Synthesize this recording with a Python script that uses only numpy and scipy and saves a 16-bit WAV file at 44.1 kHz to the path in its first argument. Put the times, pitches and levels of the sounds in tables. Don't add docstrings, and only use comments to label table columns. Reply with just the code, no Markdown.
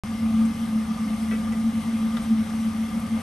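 import sys
import numpy as np
from scipy import signal
from scipy.fft import rfft, irfft, next_fast_len
from scipy.io import wavfile
from scipy.ndimage import uniform_filter1d, map_coordinates

SR = 44100
rng = np.random.default_rng(int(sys.argv[2]) if len(sys.argv) > 2 else 0)


def linear_from_db(decibels):
    return 10 ** (np.asarray(decibels, float) / 20)


def file_out(sig):
    cols = np.atleast_2d(sig).T
    lim = np.clip(cols, -1, 1)
    pcm = np.round(lim * 32767).astype(np.int16)
    wavfile.write(sys.argv[1], SR, pcm)


N = 142002


def unit(x):
    return x / np.sqrt(np.mean(x ** 2) + 1e-20)


def along(points, hz, **ends):
    f, v = np.transpose(points)
    return np.interp(np.log(hz + 1), np.log(f + 1), v, **ends)


def wobble(rate):
    return map_coordinates(rng.standard_normal(400), [np.arange(N) * rate / SR])


def filtered(x, response):
    m = next_fast_len(x.shape[-1] + 8192)
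    spectrum = rfft(x, m) * response(np.fft.rfftfreq(m, 1 / SR))
    return irfft(spectrum, m)[..., :x.shape[-1]]


def peak(hz, centre_hz, width_hz):
    return 1j * hz * width_hz / (centre_hz ** 2 - hz ** 2 + 1j * hz * width_hz)


def rush(density, patchy_db):
    z = signal.stft(rng.standard_normal((2, N + 512)), nperseg=512)[2]
    patches = uniform_filter1d(rng.standard_normal(z.shape[1:]), size=6, axis=0)
    patches = uniform_filter1d(patches, size=10, axis=1)
    patchy = signal.istft(z * linear_from_db(patchy_db * unit(patches)), nperseg=512)[1]
    pair = unit(patchy[:, :N])
    return filtered(pair, lambda hz: np.sqrt(SR / 2) * linear_from_db(along(density, hz, left=-140, right=-140)))


def flue():
    # time in seconds, half length in seconds, level in dB.
    surges = [(0.113, 0.043, -29.5), (0.256, 0.041, -22.0), (0.343, 0.012, -28.1), (0.426, 0.061, -17.7),
              (0.619, 0.032, -25.4), (0.772, 0.054, -22.2), (0.912, 0.02, -23.5), (1.02, 0.038, -22.5),
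              (1.13, 0.029, -22.9), (1.23, 0.017, -24.3), (1.322, 0.045, -21.7), (1.454, 0.031, -25.3),
              (1.516, 0.015, -21.6), (1.6, 0.034, -22.8), (1.676, 0.021, -19.1), (1.774, 0.025, -23.4),
              (1.884, 0.027, -24.1), (1.949, 0.016, -22.5), (2.043, 0.046, -21.5), (2.15, 0.015, -24.0),
              (2.197, 0.035, -27.8), (2.321, 0.034, -17.9), (2.403, 0.022, -19.7), (2.588, 0.072, -25.3),
              (2.681, 0.015, -23.3), (2.813, 0.045, -22.6), (2.967, 0.033, -25.5), (3.045, 0.013, -27.3),
              (3.145, 0.029, -21.1)]
    flue_hz, drift_hz, turbulence_width_hz = 223.2, 2.595, 40
    turbulence_db, wall_return_db = -19, -9
    t = np.arange(N) / SR
    pitch_hz = flue_hz + drift_hz * wobble(11)
    note = np.sqrt(2) * np.sin(2 * np.pi * np.cumsum(pitch_hz) / SR)
    noise = rng.standard_normal((2, N))
    gust = unit(filtered(noise, lambda hz: peak(hz, flue_hz, turbulence_width_hz) ** 2))
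    strength = sum(linear_from_db(db) * np.exp(-.5 * ((t - s) / half) ** 2) for s, half, db in surges)
    sway = linear_from_db(.6 * wobble(25.56))
    direct_only = np.array([[1], [0]])
    return strength * sway * (note * direct_only + linear_from_db([[turbulence_db], [wall_return_db]]) * gust)


def blower_tones():
    # multiple, level in dB.
    orders = [(1, -52), (3, -55), (4, -70), (8, -64), (9, -60), (10, -65), (12, -62), (13, -54), (22, -67),
              (23, -66)]
    # frequency in Hz, level in dB.
    whines = [(5437, -76), (6293, -74), (6525, -73), (11863, -78), (11953, -79)]
    shaft_hz, speed_drift, unsteady_db = 90.1, .0006, 1.8
    seconds_turned = np.cumsum(1 + speed_drift * wobble(2)) / SR
    quarter_cycle = np.array([[0], [.25]])
    lines = [(k * shaft_hz, db) for k, db in orders] + [(hz, db) for hz, db in whines]
    tones = np.zeros((2, N))
    for hz, db in lines:
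        level = linear_from_db(db + unsteady_db * wobble(4.83))
        cycles = hz * seconds_turned + rng.random() + quarter_cycle
        tones += level * np.sqrt(2) * np.sin(2 * np.pi * cycles)
    return tones


def blower_air():
    # frequency in Hz, density in dB per Hz.
    air_density = [(300, -94), (420, -81.5), (900, -77.5), (1600, -80.5), (3200, -83), (4100, -87),
                   (6300, -88), (7600, -104)]
    # frequency in Hz, width in Hz, height in dB over the air.
    casing = [(421, 36, 8.5), (531, 17, 13), (677, 28, 8), (750, 42, 7.5), (1204, 46, 13), (2112, 50, 9),
              (3250, 200, 1.5), (5450, 170, 2)]
    # frequency in Hz, density in dB per Hz.
    rumble_density = [(22, -90), (36, -65.5), (60, -63.5), (90, -58.5), (140, -66.5), (200, -53),
                      (275, -61.5), (325, -75.5)]

    def ringing(hz):
        return np.sqrt(1 + sum((linear_from_db(db) ** 2 - 1) * abs(peak(hz, c, w)) ** 2 for c, w, db in casing))

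    air = filtered(rush(air_density, patchy_db=1.2), ringing) * linear_from_db(.35 * wobble(6))
    return air + rush(rumble_density, patchy_db=0.5)


def jet():
    # frequency in Hz, density in dB per Hz.
    hiss_density = [(6800, -100), (7600, -90.5), (8600, -88.5), (9700, -86), (10400, -80.5), (11100, -86.5),
                    (12200, -96.5), (13200, -113)]
    breathing_db = .3 * wobble(3) + .6 * wobble(11)
    return rush(hiss_density, patchy_db=.9) * linear_from_db(breathing_db)


def strike(blows, body):
    contact_db = 19
    out = np.zeros((2, N + SR))
    t = np.arange(SR // 4) / SR
    for s, db, tilt_db, t60 in blows:
        scuff = linear_from_db(-60 * t / t60) * rng.standard_normal((2, len(t)))
        scuff += linear_from_db(contact_db) * (t == 0)

        def modes(hz):
            return sum((-1) ** k * linear_from_db(g + tilt_db * np.log2(c / 1000)) * peak(hz, c, w)
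                       for k, (c, w, g) in enumerate(body))

        ring = filtered(scuff, modes)
        out[:, round(s * SR):][:, :len(t)] += linear_from_db(db) * ring / abs(ring).max() * 2
    return out[:, :N]


def knocks():
    # start in seconds, level in dB, brightness in dB per octave,
    # t60 of the scuff in seconds.
    bumps = [
        (1.311, -31, 2.5, .16),
        (1.328, -39, -1, .12),
        (1.35, -41, 1, .1),
        (1.521, -35, 0, .1),
    ]
    taps = [
        (2.169, -33, 0, .08),
    ]
    # frequency in Hz, width in Hz, level in dB.
    panel = [(425, 27, 0), (515, 33, -3), (670, 75, -10), (1350, 30, -4), (1560, 60, -9), (1980, 40, -4),
             (2270, 40, -7), (2580, 60, -10), (3060, 150, -25), (3750, 400, -30)]
    small_part = [(673, 84, -8), (1360, 50, -2), (1650, 150, -5), (1990, 80, -3), (2500, 300, -14),
                  (3060, 200, -10), (3750, 500, -10)]
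    return strike(bumps, panel) + strike(taps, small_part)


def rustles():
    # start in seconds, level in dB, centre in Hz, length in seconds.
    rubs = [
        (0.448, -45.5, 8400, .02),
        (0.532, -48, 8500, 0.013),
        (1.514, -53, 7500, 0.027),
        (2.205, -48, 9300, 0.051),
        (2.49, -49, 8500, 0.022),
        (2.592, -50.5, 8650, 0.043),
        (2.995, -42, 9900, 0.012),
        (3.2, -50, 9500, 0.022),
    ]
    out = np.zeros((2, N + SR))
    t = np.arange(SR // 4) / SR
    for s, db, centre_hz, length in rubs:
        noise = rng.standard_normal((2, len(t)))
        puff = unit(filtered(noise, lambda hz: peak(hz, centre_hz, 0.34 * centre_hz) ** 2))
        swell = np.sin(np.pi * np.clip(t / length, 0, 1)) ** 2
        out[:, round(s * SR):][:, :len(t)] += linear_from_db(db) * swell * puff
    return out[:, :N]


def diffuse(pair):
    # frequency in Hz, left-right likeness from 0 to 1.
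    likeness = [(40, .985), (250, .97), (500, .9), (1500, .66), (2100, .82), (6500, .68), (8400, .99),
                (11700, .999)]

    def mid_and_side(hz):
        angle = np.arccos(np.clip(along(likeness, hz), 0, 1)) / 2
        return np.array([np.cos(angle), np.sin(angle)])

    mid, side = filtered(pair, mid_and_side)
    return np.array([mid + side, mid - side])


def scene():
    boiler = flue() + blower_tones() + blower_air() + jet()
    return diffuse(boiler + knocks() + rustles())


def band_limit(x):
    return signal.sosfilt(signal.butter(12, 13100, fs=SR, output="sos"), x)


def record(dry):
    # frequency in Hz, phase in radians by which the left port leads.
    left_lead = [(150, .1), (700, .4), (1800, -.3), (3000, .8), (6700, 0), (7400, 1), (8200, .6), (8600, 0)]
    # frequency in Hz, left over right in dB.
    left_over_right = [(60, 0), (220, .7), (600, 1.3), (1100, 2.7), (4500, 3.5), (6900, 5.5), (8400, 0)]
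    # lower edge in Hz, upper edge in Hz.
    twist_band = [8600, 11860]
    start_s, click_db, click_decay_s = .0361, -18.5, 0.0011
    half = np.array([[.5], [-.5]])

    def ports(hz):
        lead = along(left_lead, hz) - np.interp(hz, twist_band, [0, 2 * np.pi])
        return linear_from_db(half * along(left_over_right, hz)) * np.exp(1j * half * lead)

    x = filtered(dry, ports)
    since = np.arange(N) / SR - start_s
    click = linear_from_db(click_db) * np.exp(-abs(since) / click_decay_s)
    x = (x - click) * (since > 0)
    return band_limit(x)


dry = scene()
out = record(dry)
file_out(out)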